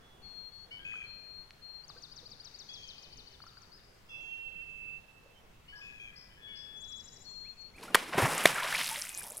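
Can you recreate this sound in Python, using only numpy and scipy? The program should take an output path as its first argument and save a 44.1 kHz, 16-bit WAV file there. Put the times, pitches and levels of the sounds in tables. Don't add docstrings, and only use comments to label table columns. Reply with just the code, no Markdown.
import sys
import numpy as np
from scipy import signal
from scipy.fft import rfft, irfft, next_fast_len
from scipy.io import wavfile
from scipy.ndimage import uniform_filter1d

SR = 44100
rng = np.random.default_rng(int(sys.argv[2]) if len(sys.argv) > 2 else 0)


def master(y):
    cut = np.clip(np.atleast_2d(y).T, -1, 1)
    pcm = np.round(cut * 32767)
    wavfile.write(sys.argv[1], SR, pcm.astype(np.int16))


N = 414540


def gain_of(db):
    return 10 ** (np.asarray(db) / 20)


def unit_rms(x):
    return x / np.sqrt(np.mean(x ** 2) + 1e-20)


def wander(n, size):
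    return unit_rms(uniform_filter1d(uniform_filter1d(rng.standard_normal(n), size), size))


def spectrum_at(points, hz):
    f, value = np.transpose(points)
    return np.interp(np.log(hz + 1), np.log(f + 1), value)


def curves(rows):
    times, *columns = np.transpose(rows)
    t = np.arange(times[0], times[-1], 1 / SR)
    return [np.interp(t, times, column) for column in columns]


def add(mix, start, sound):
    part = mix[..., round(start * SR):][..., :sound.shape[-1]]
    part += sound[..., :part.shape[-1]]


def placed(x, pan_db):
    shift = round(np.clip(1.6 * pan_db, -24, 24)) // 2
    left = np.pad(x, (24 - shift, 24 + shift)) * gain_of(pan_db / 2)
    right = np.pad(x, (24 + shift, 24 - shift)) * gain_of(-pan_db / 2)
    return np.array([left, right])[:, 12:N + 12]


def glide(first, middle, last, u):
    return middle + (last - first) / 2 * u + ((first + last) / 2 - middle) * u ** 2


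def slur(first, middle, last, length, swell):
    u = np.linspace(-1, 1, round(length * SR))
    envelope = np.sin(np.pi / 2 * np.interp(u, [-1, 2 * swell - 1, 1], [0, 1, 2])) ** .93
    return envelope * np.sin(2 * np.pi * np.cumsum(glide(first, middle, last, u)) / SR)


def bubble(hz, t60, rise, onset_cycles):
    t = np.arange(round(t60 * SR) + 8) / SR
    envelope = (1 - np.exp(-t * hz / onset_cycles)) * gain_of(-60 * t / t60)
    x = envelope * np.sin(2 * np.pi * hz * (t + rise * t ** 2 / t60))
    return x / abs(x).max()


# (frequency [Hz], relative density [dB])
HUSH_SPECTRUM = [(12, -2), (20, 0), (44, -14), (138, -14), (248, -23), (357, -24.5), (388, -20.5),
                 (542, -24), (2460, -30.5), (2670, -30), (3250, -31.5), (11400, -44.5), (16000, -46)]
# (frequency [Hz], coherence [0-1])
COHERENCE = [(60, 0.83), (180, 0.96), (550, 0.031), (1650, 0.16), (4970, 0.063), (15000, 0.89)]
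# (time [s], boost [dB])
BREEZE = [(.0, 5), (.6, 3.5), (3.2, 3), (4.2, 2)]


def hush(level_db=-60.5):
    frames, hz = N // 256 + 5, np.fft.rfftfreq(1024, 1 / SR)
    a, b, c, d, patches = rng.standard_normal((frames, 513, 5)).T
    patches = unit_rms(uniform_filter1d(uniform_filter1d(patches, 12, 0), 20, 1))
    midrange = np.exp(-(np.log((hz + 1) / 800) / 1.3) ** 2)[:, None]
    breeze_db = midrange * np.interp(np.arange(frames) * 256 / SR, *np.transpose(BREEZE))
    coherence = spectrum_at(COHERENCE, hz)[:, None]
    left = a + 1j * b
    right = coherence * left + np.sqrt(1 - coherence ** 2) * (c + 1j * d)
    colour = gain_of(spectrum_at(HUSH_SPECTRUM, hz)[:, None] + 1.32 * patches + breeze_db)
    noise = signal.istft(np.array([left, right]) * colour, nperseg=1024, noverlap=768)[1][:, :N]
    return gain_of(level_db) * noise / np.std(noise.mean(0))


WAVER_DB, WAVER_HZ = 1.6, 7
# (time [s], length [s], first pitch [Hz], middle pitch [Hz], last pitch [Hz],
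# level [dB], level change [dB], pan [dB])
WHISTLES = [(0.0, 0.72, 3410, 3380, 3330, -67.5, -9, -5.5), (0.212, .3, 4335, 4302, 4264, -57, 3.5, 19),
            (0.498, .175, 4360, 4340, 4400, -60, 4.5, 18), (1.033, 0.43, 4245, 4240, 4300, -56.5, 1, 18.5),
            (1.607, 0.23, 4262, 4246, 4184, -54.5, -0.8, 19),
            (5.332, 0.089, 3150, 3060, 3130, -64.5, -2, -10),
            (6.405, 0.635, 3365, 3395, 3390, -54, 2, 14.5), (6.112, 0.24, 2030, 1990, 1960, -69, -3, 3),
            (6.753, 0.046, 6330, 6270, 6400, -61, 0.1, 11.5), (7.603, .03, 7600, 6300, 4700, -52, -3, 7.5),
            (6.806, 0.48, 3885, 3910, 3980, -71, -2.5, 22), (7.238, 0.31, 4315, 4270, 4274, -53, -1, 17.5),
            (7.56, 0.15, 4340, 4313, 4370, -55.5, -0.1, 17.5), (7.9, 0.046, 2500, 2750, 3000, -57, 14, 3.5),
            (9.069, 0.18, 2550, 2450, 2360, -55, 1, 3.5)]


def whistles(rise_s=.047, fall_s=.035, slip_hz=59.6, slip_s=.014):
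    out = np.zeros((2, N))
    for start, length, first, middle, last, db, change_db, pan_db in WHISTLES:
        t = np.arange(0, length, 1 / SR)
        hz = glide(first, middle, last, 2 * t / length - 1) + WAVER_HZ * wander(len(t), 600)
        hz += slip_hz * (np.exp(-t / slip_s) + np.exp((t - length) / slip_s))
        edges = np.clip(np.minimum(t / rise_s, (length - t) / fall_s), 0, 1) ** 1.14
        level = edges * gain_of(db + change_db * t / length + WAVER_DB * wander(len(t), 800))
        tone = np.sqrt(2) * np.sin(2 * np.pi * np.cumsum(hz) / SR)
        add(out, start, placed(level * tone, pan_db))
    return out


def formant(hz, centre_hz, width_hz):
    return 1 / (1 + (2 * (hz - centre_hz) / width_hz) ** 2) ** 2


# (time [s], length [s], first pitch [Hz], last pitch [Hz], level [dB],
# throat resonance [Hz], throat width [Hz], beak resonance [Hz], beak gain [dB], rasp [0-1])
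THRUSH = [(0.706, 0.083, 757, 740, -47, 2840, 1590, 4550, -17.5, 0.24),
          (.78, .3, 802, 790, -62, 1680, 700, 3320, 4, 0.7),
          (.842, 0.23, 850, 791, -42.5, 2540, 900, 6600, -31, .35),
          (2.685, .095, 845, 840, -49, 3250, 1250, 6300, -19, .15),
          (2.765, .2, 815, 754, -54, 3100, 1100, 6500, -14, .4),
          (2.95, .55, 755, 745, -68, 3000, 700, 6300, -40, 1),
          (2.78, .5, 835, 820, -67, 2500, 600, 6300, -40, .8),
          (4.085, .13, 854, 832, -57, 3400, 900, 5370, -10, .4),
          (4.2, 0.2, 830, 750, -57, 3000, 1310, 6300, -16, 0.5),
          (4.39, 0.46, 800, 765, -66.5, 3100, 1300, 6300, -40, 1),
          (5.677, 0.07, 749, 752, -53, 2900, 1280, 4550, -15, 0.1),
          (5.721, .125, 846, 817, -51.5, 1680, 700, 3350, -23, .15),
          (5.806, .19, 855, 830, -50.5, 2530, 1390, 6700, -25.5, .4),
          (5.99, 0.12, 828, 780, -48.5, 2640, 1500, 6300, -25, 0.35),
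          (6.293, .15, 767, 765, -65, 2950, 1300, 4600, -25, .4),
          (6.1, 0.24, 841, 830, -67.5, 1680, 700, 2500, -10, 0.64),
          (6.36, 0.42, 855, 860, -64, 1680, 700, 2810, -8, 0.75),
          (6.47, .11, 765, 687, -56, 2660, 1600, 4630, -16, 0.3)]


def thrush(rise_s=.011, fade_db=-7.5, flutter_hz=112, beak_width_hz=1800):
    out = np.zeros(N)
    for start, length, first, last, db, throat_hz, width_hz, beak_hz, beak_db, rasp in THRUSH:
        t = np.arange(0, length, 1 / SR)
        progress = t / length
        scoop = 1 - .0506 * np.exp(-t / .0101)
        hz = (first + (last - first) * progress ** 1.7) * scoop
        rasp = np.clip(rasp + .23 * progress, 0, 1)
        drift, flutter = uniform_filter1d(rng.standard_normal((2, len(t))), 300)
        phase = 2 * np.pi * np.cumsum(hz * (1 + (.025 + .08 * rasp) * drift)) / SR
        tremolo = 1 + rasp * np.sin(2 * np.pi * np.cumsum(flutter_hz * (1 + 4.3 * flutter)) / SR)
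        tone = np.zeros(len(t))
        for k in (2, 3, 4, 6, 7, 8):
            throat = formant(k * hz, throat_hz, width_hz)
            beak = gain_of(beak_db) * formant(k * hz, beak_hz, beak_width_hz)
            tone += (throat + beak) * np.sin(k * phase)
        level = np.minimum(t / rise_s, 1) * gain_of(db + fade_db * progress ** 2)
        add(out, start, np.sqrt(2) * tremolo * tone * level * signal.windows.tukey(len(t), .1))
    return placed(out, 5.25)


# (time [s], peak level [dB], pitch [Hz], 60 dB decay time [s])
PLOPS = [(0.921, -44, 1950, 0.013), (.939, -44, 1270, 0.026), (0.956, -47, 1470, .04),
         (1.019, -47, 1880, 0.0086), (1.5075, -39, 2280, 0.0034), (1.507, -41, 4250, .006),
         (1.9, -43, 1140, 0.013), (1.96, -55.5, 480, 0.12), (1.965, -55, 1520, 0.082),
         (3.403, -46.5, 1310, 0.017), (3.439, -45, 1100, 0.015), (3.466, -46, 1320, 0.034),
         (3.571, -49.5, 1450, 0.02), (2.23, -54, 477, .06), (5.26, -54.5, 550, .05),
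         (7.313, -55, 1040, 0.018)]


def plops():
    out = np.zeros(N)
    for start, db, hz, t60 in PLOPS:
        add(out, start, gain_of(db) * bubble(hz, t60, rise=.08, onset_cycles=.14))
    return placed(out, .3)


def varied(shape):
    pitch, strength = rng.standard_normal(2)
    pitches = np.multiply(shape[:3], 1 + .012 * pitch)
    return gain_of(1.2 * strength) * slur(*pitches, *shape[3:])


WARM_UP_DB = -4.5
# (first pitch [Hz], middle pitch [Hz], last pitch [Hz], length [s], swelling share [0-1])
FLICK, FALL = (4270, 4640, 5130, .025, .36), (6900, 4320, 3440, .051, .33)
ARCH = (4200, 5150, 4450, .07, .12)


def low_trill(start_s=1.878, beat_s=.1395, beats=14, tires_s=2.82):
    out = np.zeros((2, N))
    for k in range(beats):
        onset = start_s + beat_s * k + .00041 * k ** 2 + .001 * rng.standard_normal()
        tired_s = max(onset - tires_s, 0)
        uneven_db = 3.1 * unit_rms(uniform_filter1d(rng.standard_normal(len(slur(*FALL))), 200))
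        fall_db = -50.5 + WARM_UP_DB / 2 ** (k + 1) - 14 * tired_s + uneven_db
        flick_db = -46 + WARM_UP_DB / 2 ** k - 9.5 * tired_s
        flick = FLICK if k < beats - 1 else ARCH
        add(out, onset, placed(gain_of(fall_db) * varied(FALL), 12))
        add(out, onset - .045, placed(gain_of(flick_db) * varied(flick), 10.4))
    return out


# (time [s], pitch [Hz], level [dB])
LONG_WHISTLE = [(4.085, 2770, -73), (4.108, 2685, -57), (4.15, 2655, -50), (4.31, 2718, -47.5),
                (4.44, 2715, -47.5), (4.52, 2670, -51), (4.61, 2695, -49.5), (4.7, 2645, -50),
                (4.962, 2649, -48.5), (5.0, 2680, -59), (5.05, 2660, -70)]


def long_whistle():
    out = np.zeros((2, N))
    hz, db = curves(LONG_WHISTLE)
    phase = 2 * np.pi * np.cumsum(hz + WAVER_HZ * wander(len(hz), 900)) / SR
    level = np.sqrt(2) * gain_of(db + WAVER_DB * wander(len(hz), 900))
    add(out, LONG_WHISTLE[0][0], placed(level * np.sin(phase), -13))
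    return out


# (time [s], level of the second stroke [dB])
BUZZES = [(5.751, -53.5), (6.156, -50), (6.55, -50)]


def buzzes(period_s=.015, fade_db=2.4):
    out = np.zeros((2, N))
    stroke = slur(4100, 5050, 5720, length=.02, swell=.55)
    for start, db in BUZZES:
        for k in range(8):
            stroke_db = db - fade_db * abs(k - 1) + 2.2 * wander(len(stroke), 60)
            add(out, start + period_s * k, placed(gain_of(stroke_db) * stroke, 8.52))
    return out


def high_trill(start_s=6.796, beat_s=.077, beats=7, tires_s=7.05):
    out = np.zeros((2, N))
    rise = slur(6300, 6950, 7950, length=.036, swell=.55)
    fall = slur(5950, 5600, 4250, length=.022, swell=.6)
    for k in range(beats):
        onset = start_s + beat_s * k + .0008 * k ** 2
        tired_s = max(onset - tires_s, 0)
        rise_db = -53.5 + WARM_UP_DB / 2 ** (k + 1) - 19 * tired_s
        fall_db = -50 + WARM_UP_DB / 2 ** k - 42 * tired_s
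        add(out, onset, placed(gain_of(rise_db) * rise, 12))
        add(out, onset + .04, placed(gain_of(fall_db) * fall, 9))
    return out


# (time [s], peak level [dB])
CHIRPS = [(7.441, -54), (7.732, -56)]


def chirps():
    out = np.zeros((2, N))
    for start, db in CHIRPS:
        add(out, start, placed(gain_of(db) * slur(1900, 2400, 2730, length=.045, swell=.64), .3))
    return out


# (time [s], drop rate [factor], share of dense churning [0-1])
SHOWER = [(7.76, 0.56, .4), (7.96, 1.16, .7), (8.2, 1.33, .5), (8.6, 1.1, .44), (8.9, 0.65, .33),
          (9.1, 0.4, .33), (9.4, 0.3, .33)]
# (frequency [Hz], gain [dB])
MIC_COLOUR = [(1200, -1.04), (2200, 2.5), (3500, 0.6), (6000, -1.5), (9500, 5.5), (12500, 0.5),
              (15500, -14)]
# (peak time [s], 20 dB swell [s], 20 dB decay [s], level [dB], centre [Hz], -6 dB half-width [octaves])
SURGES = [(7.79, .03, 1, -66, 800, 2.5), (7.835, .04, 0.1, -61.5, 2500, 2.2),
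          (7.91, 0.14, 0.5, -62, 500, 1.5), (7.96, 0.02, 0.1, -48, 2200, 1.6),
          (7.99, .03, .45, -56.5, 1820, 1.86), (8.03, .5, .6, -60, 330, 0.8),
          (8.13, 0.01, 0.1, -46, 1200, 1.4), (8.184, 0.0442, 0.2765, -37.5, 910, 1.4),
          (8.25, 0.0938, 0.07, -39.5, 1100, 1.4), (8.21, 0.07, 0.67, -49, 6940, 1),
          (8.37, 0.18, 0.4, -48, 1700, 1.3), (8.44, .02, .08, -48, 11000, .8),
          (8.468, .06, 0.07, -42.5, 2000, 2), (8.5, 0.9, .9, -60, 140, 1.0),
          (8.6, .25, 0.43, -44, 1400, 1.1), (8.8, 0.41, .4, -46, 3100, 0.97),
          (8.86, 0.72, 0.75, -52, 9500, 1.05), (9.25, 0.2, .5, -62, 750, .7)]


def splash(ticks_per_s=350, climb_s_per_octave=.0012):
    out = np.zeros((2, N))
    density, churn = curves(SHOWER)
    n = len(density)
    t = SHOWER[0][0] + np.arange(n) / SR
    coarse_t = t[::32]
    peak, swell, decay, top_db, centre_hz, octaves = np.transpose(SURGES)[:, :, None]
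    below_peak_db = 20 * np.maximum((peak - coarse_t) / swell, (coarse_t - peak) / decay)
    surge_power = gain_of(top_db - below_peak_db) ** 2
    sheets = gain_of(1.45 * wander(n, 500))
    sides = rng.choice([-1., 1.], n)
    sizes = gain_of(3 * np.minimum(rng.exponential(1, n), 4))
    tick_chance = density * ticks_per_s / SR
    ticks = (rng.random(n) < tick_chance) * sizes * rng.choice([-1., 1.], n)
    ticks /= np.sqrt(tick_chance * np.mean(sizes ** 2))
    for hz in np.exp(np.arange(np.log(130), np.log(15000), 1 / 8)):
        share = gain_of(-6 * (np.log2(hz / centre_hz) / octaves) ** 2) ** 2
        level = np.interp(t, coarse_t, np.sqrt(share[:, 0] @ surge_power))
        level *= gain_of(spectrum_at(MIC_COLOUR, hz)) * sheets
        chance = density * 60 * (hz / 1000) ** .5 / SR
        drops = (rng.random(n) < chance) * np.roll(sizes, rng.integers(n))
        drops /= np.sqrt(chance * np.mean(sizes ** 2))
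        band_ticks = np.roll(ticks, round(climb_s_per_octave * SR * np.log2(hz / 8000)))
        tick_share = .5 / (1 + (2500 / hz) ** 2)
        impacts = np.sqrt(1 - tick_share) * drops + np.sqrt(tick_share) * band_ticks
        water = np.sqrt(1 - churn) * impacts + np.sqrt(churn) * rng.standard_normal(n)
        aside = gain_of(-19.5 + 11 * np.log2(hz / 12000)) * np.roll(sides, rng.integers(n))
        stereo = level * water * np.array([1 + aside, 1 - aside])
        cycles = 16 * (hz / 1000) ** -.2
        ring = bubble(hz, cycles / hz, rise=.14, onset_cycles=.94)
        add(out, t[0], signal.oaconvolve(stereo, ring[None] / np.linalg.norm(ring), axes=1))
    return out


# (time [s], level [dB], pitch [Hz], 60 dB decay time [s])
AIR_POCKETS = [(7.782, -44, 2280, 0.022), (7.817, -48.5, 440, 0.1), (7.83, -43, 950, 0.046),
               (7.88, -41, 1340, 0.051), (7.9459, -11, 2800, .005), (7.9464, -15, 3700, .005),
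               (7.9467, -4.5, 1500, .006), (7.9465, -22, 380, .03), (7.9495, -17, 950, .008),
               (7.9546, -15, 1250, .004), (7.9552, -10.5, 900, .006), (8.124, -35, 1010, 0.033),
               (8.143, -30.5, 620, 0.035), (8.15, -35, 160, 0.054), (8.173, -31.5, 125, .06),
               (8.225, -27, 362, .04), (8.305, -42, 151, 0.23), (8.179, -22, 315, 0.023),
               (8.221, -24, 894, 0.036), (8.4475, -24, 1950, 0.0073), (8.453, -32.5, 152, .09),
               (8.4546, -22, 360, 0.022), (8.4549, -9, 571, 0.017), (8.4556, -8, 1700, 0.0082),
               (8.4568, -7.5, 2000, 0.01), (8.4562, -17, 1100, .01), (8.4572, -13, 3300, 0.0066),
               (8.726, -23.5, 1560, .015), (8.748, -20, 1990, 0.011), (8.765, -29, 1690, 0.017),
               (8.7525, -22, 2300, .01), (8.8125, -25, 1900, .014), (8.91, -37, 870, 0.13),
               (8.555, -29, 1550, .03), (8.581, -28, 1300, .035), (8.624, -28, 960, .035),
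               (8.957, -30, 1900, .015), (8.97, -47, 560, .12), (9.215, -40, 1510, 0.015),
               (9.3, -51.5, 596, 0.19)]


def air_pockets():
    out = np.zeros(N)
    for start, db, hz, t60 in AIR_POCKETS:
        slowness = max(1, hz * t60 / 14)
        ring = bubble(hz, t60, rise=.35 / slowness ** .5, onset_cycles=.35 * slowness)
        high_pass = signal.butter(2, hz / 2.5, "high", fs=SR)
        add(out, start, gain_of(db) * signal.lfilter(*high_pass, ring))
    return out


# (time [s], level [dB], middle pitch [Hz])
DROPS = [(7.8287, -40, 4200), (8.2325, -29, 11500), (8.334, -28, 8800), (8.3505, -31, 12000),
         (8.4385, -26, 11000), (8.8625, -27, 3900), (8.3795, -20, 8400), (8.5448, -31, 8290),
         (8.632, -26, 3540), (8.779, -28, 4100), (8.8313, -29, 8400), (8.843, -27, 5340),
         (8.858, -30, 7500), (8.878, -26, 4440), (8.914, -31, 10500), (8.9291, -31, 9250),
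         (8.9595, -29, 3800), (8.989, -30, 9210), (9.0075, -32, 10500), (9.016, -26, 8900),
         (9.0204, -24, 5600), (9.0515, -33, 8000), (9.0685, -34, 2300), (9.0916, -28, 8800),
         (9.143, -36, 6200), (9.1478, -30, 6700), (9.175, -26, 9200), (9.1805, -31, 10500),
         (9.185, -29, 10000), (9.19, -30, 10500), (9.1957, -30, 9800), (9.232, -34, 9350),
         (9.2667, -35, 10800), (9.301, -33, 11300), (9.306, -34, 7690), (9.32, -33, 9340),
         (9.3697, -28, 9700), (9.3757, -35, 11500), (9.3785, -28, 9800), (9.3855, -39, 11000),
         (9.3908, -40, 11000)]


def large_drops(length_s=.0028, lead_s=.0001):
    out = np.zeros(N)
    for start, db, hz in DROPS:
        chirp = slur(.55 * hz, hz, 1.3 * hz, length_s, swell=.36)
        add(out, start - lead_s, gain_of(db) * chirp * signal.windows.hann(len(chirp)))
    return out


# (time [s], level [dB], length [s])
SMACKS = [(7.9442, -27, .003), (7.9462, -20, .005), (7.9495, -21, .0078), (8.177, -36, .02),
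          (8.4545, -19, .0062)]
# (frequency [Hz], relative density [dB])
SMACK_SPECTRUM = [(120, -53), (200, -15), (387, -12), (647, -8.5), (1020, -35), (1870, -4.5), (6520, -13.5),
                  (11300, -11.5), (16000, -29)]


def tail_smacks():
    out = np.zeros(N)
    colour = gain_of(spectrum_at(SMACK_SPECTRUM, np.fft.rfftfreq(2048, 1 / SR)))
    for start, db, length in SMACKS:
        spray = unit_rms(irfft(rfft(rng.standard_normal(2048)) * colour))[:round(length * SR)]
        add(out, start, gain_of(db) * spray * signal.windows.tukey(len(spray), .4))
    return out


def plunge(start_s=8.22, level_db=-25):
    out = np.zeros(N)
    add(out, start_s, gain_of(level_db) * slur(72, 127, 180, length=.047, swell=.4))
    return out


def echoes(x, t60, wet_db, delay_s=.02):
    slots = np.arange(round(delay_s * SR), SR, 20)
    arrivals = slots + rng.integers(0, 20, (2, len(slots)))
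    strengths = rng.choice([-1., 1.], arrivals.shape) * gain_of(-60 * arrivals / SR / t60)
    response = np.zeros((2, SR + 20))
    np.put_along_axis(response, arrivals, strengths, axis=1)
    response *= gain_of(wet_db) / np.linalg.norm(response[0])
    size = next_fast_len(N + SR + 20, real=True)
    return x + irfft(rfft(x, size) * rfft(response, size), size)[:, :N]


def scene():
    woods = echoes(whistles() + long_whistle(), t60=1.9, wet_db=-15)
    woods += echoes(buzzes(), t60=.9, wet_db=-7)
    woods += echoes(low_trill() + high_trill() + chirps() + plops(), t60=1.4, wet_db=-4.5, delay_s=.025)
    woods += echoes(thrush(), t60=.87, wet_db=-7.5)
    beaver = placed(air_pockets() + tail_smacks() + plunge(), .11)
    water = echoes(beaver + splash() + large_drops(), t60=.44, wet_db=-20.5, delay_s=.012)
    return woods + water + hush()


def record(dry):
    low_pass = signal.firwin(511, 16000, window=("kaiser", 9), fs=SR)
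    return signal.oaconvolve(dry, low_pass[None], "same")


dry = scene()
out = record(dry)
master(out)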